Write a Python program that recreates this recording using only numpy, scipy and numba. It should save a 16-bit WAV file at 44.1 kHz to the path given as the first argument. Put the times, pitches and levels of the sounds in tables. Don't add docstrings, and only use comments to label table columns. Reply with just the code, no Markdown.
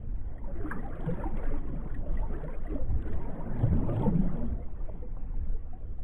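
import sys
import numpy as np
from scipy import signal
from scipy.io import wavfile
from scipy.ndimage import uniform_filter1d
from numba import njit

SR = 44100
rng = np.random.default_rng(int(sys.argv[2]) if len(sys.argv) > 2 else 0)


def wrap_up_sound(samples):
    columns = np.atleast_2d(samples).T
    tamed = np.clip(columns, -1, 1)
    steps = np.round(tamed * 32767).astype(np.int16)
    wavfile.write(sys.argv[1], SR, steps)


N = 265923

# frequency_hz, relative_density_db
RUSH_SPECTRUM = [(35, -29), (60, 0), (141, -18), (572, -39.5), (747, -31.5), (812, -33), (913, -42),
                 (1940, -41), (3250, -70.5), (4220, -92), (7150, -120)]
# time_s, level_db
BUFFETING = [(0, -30), (.15, -30.5), (1.1, -33), (1.3, -28), (1.7, -30.5), (2.15, -25.5), (2.4, -33),
             (2.8, -27.5), (3.5, -31.5), (3.7, -28), (4.3, -29), (4.7, -31), (5.3, -29.5), (5.49, -23.5),
             (5.7, -35), (6.03, -31.5)]
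# centre_s, peak_db, half_width_s
PORT_GUSTS = [(0.037, -38, 0.2), (1.3, -47, 0.15), (2.25, -44, 0.18), (2.928, -29.5, 0.078),
              (3.108, -41, 0.088), (3.702, -36, 0.087), (4.521, -32.5, .07), (5.42, -34.5, 0.024),
              (5.898, -44.5, 0.087)]
# frequency_hz, relative_density_db
WASH_SPECTRUM = [(47, -32), (80, -6.5), (185, -4.5), (216, -6), (285, -9), (383, -14), (461, -14.5),
                 (679, -19.5), (898, -22), (1100, -29.5), (1980, -36.5), (2870, -50), (3250, -48.5),
                 (4220, -78), (7150, -120)]
# time_s, burble_db, fizz_db
SURFACE_CHURN = [(0.05, -72, -83), (0.43, -67, -86), (0.64, -57, -76.5), (0.72, -51, -75), (0.8, -57, -76),
                 (1.03, -57.5, -71), (1.25, -53, -70.5), (1.33, -61.5, -79), (1.44, -53, -71),
                 (1.62, -62, -80), (1.9, -61, -74), (2.02, -66.5, -83.5), (2.2, -59.5, -74),
                 (2.54, -57, -75.5), (2.6, -62.5, -80), (2.76, -58.5, -73), (2.86, -67.5, -90),
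                 (3.05, -60, -71.5), (3.25, -56.5, -74.5), (3.5, -59, -78), (3.6, -53.5, -69.5),
                 (3.82, -60.5, -73.5), (3.97, -53, -67.5), (4.19, -60.5, -75), (4.33, -57.5, -74),
                 (4.45, -64, -76.5), (4.71, -70, -83.5), (5.4, -70, -85.5), (5.95, -73.5, -84.5)]
# time_s, level_db
LEG_SWIRL = [(0.0, -56), (0.18, -54), (1.04, -41), (2.08, -43.5), (2.62, -48.5), (3.44, -40), (3.83, -34),
             (4.06, -32.5), (4.67, -48.5), (6.03, -56)]
# start_s, relative_db, centre_hz, spread_octaves
DROPLETS = [(.7115, -26.5, 1296, 0.93), (1.14, -53.5, 3100, .4), (1.37, -41, 2240, 1),
            (1.435, -51, 2380, 1.05), (1.9435, -48.5, 2220, 1.37), (2.15, -51, 2600, 0.55),
            (2.335, -47, 1740, 1.95), (2.4344, -54, 2800, 1.04), (2.4784, -42.5, 1830, 0.48),
            (2.652, -59, 1880, 1.1), (3.02, -50, 3200, 0.26), (3.0738, -50, 2200, 1.8),
            (3.131, -45, 2250, 1.3), (3.5888, -45.5, 2200, 1.8), (3.6315, -28, 460, 1.6),
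            (3.8934, -42, 1890, 1.3), (4.889, -41.5, 593, 2.1), (5.165, -44.5, 753, 1.65)]
# start_s, pitch_hz, relative_db, nominal_length_ms
CLEAR_BUBBLES = [(0.353, 733, -51.5, 9.5), (0.439, 932, -46.5, 14), (0.481, 552, -43.5, 31),
                 (0.548, 333, -41, 40), (0.579, 93, -35, 50), (0.597, 411, -40, 31),
                 (0.641, 301, -28.5, 36), (0.653, 1285, -45.5, 16), (0.711, 1635, -31.5, 6.4),
                 (0.71, 1143, -32.5, 13), (0.759, 1170, -45.5, 16), (0.785, 1910, -49.5, 8),
                 (0.841, 789, -40.5, 36), (0.921, 1397, -46.5, 10.5), (1.006, 680, -43, 13),
                 (1.053, 1590, -49, 19), (1.061, 162.3, -26, 46), (1.087, 488, -29, 21.3),
                 (1.11, 176.4, -29, 40), (1.139, 917, -44.5, 16), (1.186, 576, -37, 26.7),
                 (1.208, 1336, -48, 23), (1.237, 922, -33.5, 11), (1.252, 318, -34.5, 29),
                 (1.258, 774, -38, 30), (1.372, 2030, -54, 14), (1.426, 1455, -51, 16),
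                 (1.446, 1610, -50, 22), (1.504, 567, -39.5, 27), (1.511, 425, -38.5, 30),
                 (1.523, 285, -34.5, 54), (1.538, 885, -42.5, 11), (1.942, 1856, -51.5, 10.3),
                 (2.061, 582, -37.5, 13.8), (2.17, 1960, -50, 12.4), (2.227, 890, -39.5, 14),
                 (2.336, 1560, -48, 15.4), (2.421, 154.4, -36.5, 70), (2.431, 479, -37, 18),
                 (2.443, 590, -37.5, 10.7), (2.479, 970, -45, 16), (2.487, 509, -41.5, 24),
                 (2.532, 2190, -53.5, 9.9), (2.542, 567, -42.5, 21), (2.653, 676, -43, 17),
                 (2.7, 309, -36, 29), (2.715, 404, -35, 23), (2.741, 270, -31, 36),
                 (2.756, 597, -36.5, 13.4), (2.786, 525, -41, 42), (2.951, 109, -32.5, 26),
                 (3.07, 1468, -49, 13), (3.128, 1780, -46.5, 6.1), (3.198, 945, -49, 43),
                 (3.25, 923, -44.5, 24), (3.374, 554, -40, 27), (3.404, 958, -42, 17),
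                 (3.629, 277, -31, 22), (3.63, 119.5, -18.5, 39), (3.68, 146.6, -29.5, 60),
                 (3.881, 569, -39.5, 39), (3.886, 1180, -46, 19), (3.924, 609, -35.5, 28),
                 (3.964, 884, -45.5, 19), (4.03, 892, -31, 23), (4.058, 478, -25, 21.6),
                 (4.07, 197.7, -20.5, 33), (4.15, 162.6, -20.5, 26), (4.189, 184, -17.5, 25.5),
                 (4.294, 1230, -49, 11), (4.408, 583, -39, 29), (4.42, 234, -31.5, 55),
                 (4.624, 2117, -60, 8.8), (4.888, 627, -39.5, 12.3), (5.019, 490, -44.5, 42),
                 (5.169, 750, -49.5, 16), (5.543, 442, -48, 26), (5.729, 720, -45.5, 17),
                 (5.985, 727, -51, 7.7)]
# time_s, pitch_hz, relative_db
AIR_POCKETS = [
    [(3.665, 129.2, -23.5), (3.705, 149.6, -30), (3.771, 234.8, -31), (3.849, 285.5, -38.5),
     (3.92, 305, -43.5)],
    [(3.7, 85.4, -49), (3.718, 85.8, -23.5), (3.824, 89.2, -37.5), (3.98, 111.5, -27), (4.04, 146.3, -33),
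     (4.13, 172.8, -34), (4.296, 178.2, -33.5), (4.36, 239.5, -40), (4.456, 237, -34.5), (4.55, 226, -46)],
]

RUSH_DB, THUD_CALM_DB = -60, -45
CHURN_MID_DB, SWIRL_MID_DB, FIZZ_MID_DB = -60, -44, -77
GURGLE_DB, GURGLE_PER_CHURN, GURGLE_PER_SWIRL = -48.5, 0.44, 0.61
FOAM_DB, FOAM_PER_FIZZ = -80.5, 1.6
DULL_TOP_HZ, OUTPUT_TOP_HZ = 4200, 14450


def undb(db):
    return 10 ** (np.asarray(db) / 20)


def unit(x):
    return x / np.sqrt(np.mean(x ** 2))


def curves(table):
    time_s, *columns = np.transpose(table)
    return [np.interp(np.arange(N) / SR, time_s, column) for column in columns]


def spectrum_db(table, hz):
    frequency_hz, db = np.transpose(table)
    return np.interp(np.log(hz), np.log(frequency_hz), db)


def band_noise(lo_hz, hi_hz):
    bandpass = signal.butter(2, [lo_hz, hi_hz], "bandpass", fs=SR, output="sos")
    return unit(signal.sosfilt(bandpass, rng.standard_normal(N)))


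def wander(rate_hz):
    hold = int(SR / rate_hz)
    steps = np.repeat(rng.standard_normal(N // hold + 1), hold)
    return unit(uniform_filter1d(uniform_filter1d(steps, hold), hold)[:N])


def wind():
    t = np.arange(N) / SR
    buffet = undb(curves(BUFFETING)[0]) * band_noise(5.07, 23)
    gusts = sum(undb(db) * np.exp(-((t - centre_s) / half_s) ** 2) for centre_s, db, half_s in PORT_GUSTS)
    thud = (undb(THUD_CALM_DB) + gusts) * band_noise(33, 72)
    rush = 0
    for hz in 90 * 2 ** np.arange(0, 5.4, .5):
        band_db = spectrum_db(RUSH_SPECTRUM, hz) + 10 * np.log10(hz) + 8.3 * wander(11)
        rush = rush + undb(band_db) * band_noise(hz / 1.19, hz * 1.19)
    return buffet + thud + undb(RUSH_DB) * unit(rush)


@njit
def ring(start_s, hz, length_s, gain, glide, rise):
    out = np.zeros(N)
    for k in range(len(start_s)):
        phase, first, length = 0., int(start_s[k] * SR), length_s[k] * SR
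        for j in range(min(int(4 * length), N - first)):
            age = j / length
            phase += 2 * np.pi * hz[k] / SR * (1 + glide * (age - .5))
            envelope = (1 - np.exp(-age / rise)) * np.exp(-age * age)
            out[first + j] += gain[k] * envelope * np.sin(phase)
    return out


def swarm(count, lo_hz, hi_hz, cycles, spread_db, patchy_db):
    when, pitch, strength, duration = rng.random((count, 4)).T
    hz = lo_hz * (hi_hz / lo_hz) ** pitch
    clusters = np.array([wander(24.924) for _ in range(3)])
    cluster_db = patchy_db * clusters[(3 * pitch).astype(int), (when * N).astype(int)]
    colour_db = spectrum_db(WASH_SPECTRUM, hz) + 20 * np.log10(hz)
    gain = undb(colour_db - spread_db * np.log(1 - strength) + cluster_db)
    length_s = cycles * (0.4 + 1.62 * duration ** 2) / hz
    return unit(ring(when * N / SR, hz, length_s, gain, glide=.04, rise=.15))


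def wash():
    burble_db, fizz_db = curves(SURFACE_CHURN)
    swirl_db = curves(LEG_SWIRL)[0]
    swirl = swarm(count=1500, lo_hz=86.8, hi_hz=298.9, cycles=4.7, spread_db=2.07, patchy_db=1.25)
    gurgle = swarm(count=5000, lo_hz=300.8, hi_hz=1097, cycles=7.13, spread_db=1.4, patchy_db=2.64)
    burble = swarm(count=7000, lo_hz=1058.6, hi_hz=2388, cycles=11.5, spread_db=1.76, patchy_db=1.86)
    fizz = swarm(count=9000, lo_hz=2432, hi_hz=4320, cycles=21.0, spread_db=0.97, patchy_db=3.5)
    foam = swarm(count=260, lo_hz=2300, hi_hz=3900, cycles=4, spread_db=1.5, patchy_db=2.5)
    gurgle_db = (GURGLE_DB + GURGLE_PER_CHURN * (burble_db - CHURN_MID_DB)
                 + GURGLE_PER_SWIRL * (swirl_db - SWIRL_MID_DB))
    foam_db = FOAM_DB + FOAM_PER_FIZZ * (fizz_db - FIZZ_MID_DB)
    return (undb(swirl_db) * swirl + undb(gurgle_db) * gurgle + undb(burble_db) * burble
            + undb(fizz_db) * fizz + undb(foam_db) * foam)


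def droplet_slaps():
    start_s, db, centre_hz, octaves = np.repeat(DROPLETS, 8, axis=0).T
    late, detune = rng.random((len(start_s), 2)).T
    slot = np.arange(len(start_s)) % 8
    hz = centre_hz * 2 ** (octaves * (slot + detune - 4) / 8)
    return ring(start_s + 0.0062 * late, hz, 4.5 / hz, undb(db - 5), glide=0., rise=.47)


def clear_bubbles():
    start_s, hz, db, nominal_ms = np.transpose(CLEAR_BUBBLES)
    length_s = .75 * np.clip(nominal_ms, 2, 200) / 1000
    out = ring(start_s, hz, length_s, undb(db + 5), glide=.03, rise=.37)
    shed_db = db - 13.5 + 4.5 * np.log2(hz / 300)
    chance = rng.standard_normal((len(hz), 4)).T
    for late, detune in (chance[:2], chance[2:]):
        shed_s = np.clip(start_s + length_s * (0.4106 + .8 * late), 0, (N - 1) / SR)
        shed_hz = hz * (1 + 0.078 * detune)
        out += ring(shed_s, shed_hz, 2 * length_s, undb(shed_db), glide=.05, rise=.21)
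    return out


def air_pocket(path):
    hz, db = curves(path)
    t = np.arange(N) / SR
    start_s, end_s = path[0][0], path[-1][0]
    gate = uniform_filter1d(1. * (t > start_s) * (t < end_s), size=400)
    wavering_hz = hz * (1 + .025 * wander(55))
    tone = np.sin(2 * np.pi * np.cumsum(wavering_hz) / SR)
    throb_db = 1.1 * wander(45)
    return gate * undb(db + 0.9 + throb_db) * tone


def scene():
    water = wash() + clear_bubbles() + sum(air_pocket(path) for path in AIR_POCKETS) + droplet_slaps()
    return (water + wind())[None]


def record(dry):
    dull = signal.sosfilt(signal.butter(7, DULL_TOP_HZ, fs=SR, output="sos"), dry[0])
    kept = np.arange(0, N, 4)
    joined = np.interp(np.arange(N), kept, dull[kept])
    treble_cut = signal.ellip(8, .2, 70, OUTPUT_TOP_HZ, fs=SR, output="sos")
    return signal.sosfilt(treble_cut, joined)[None]


dry = scene()
out = record(dry)
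wrap_up_sound(out)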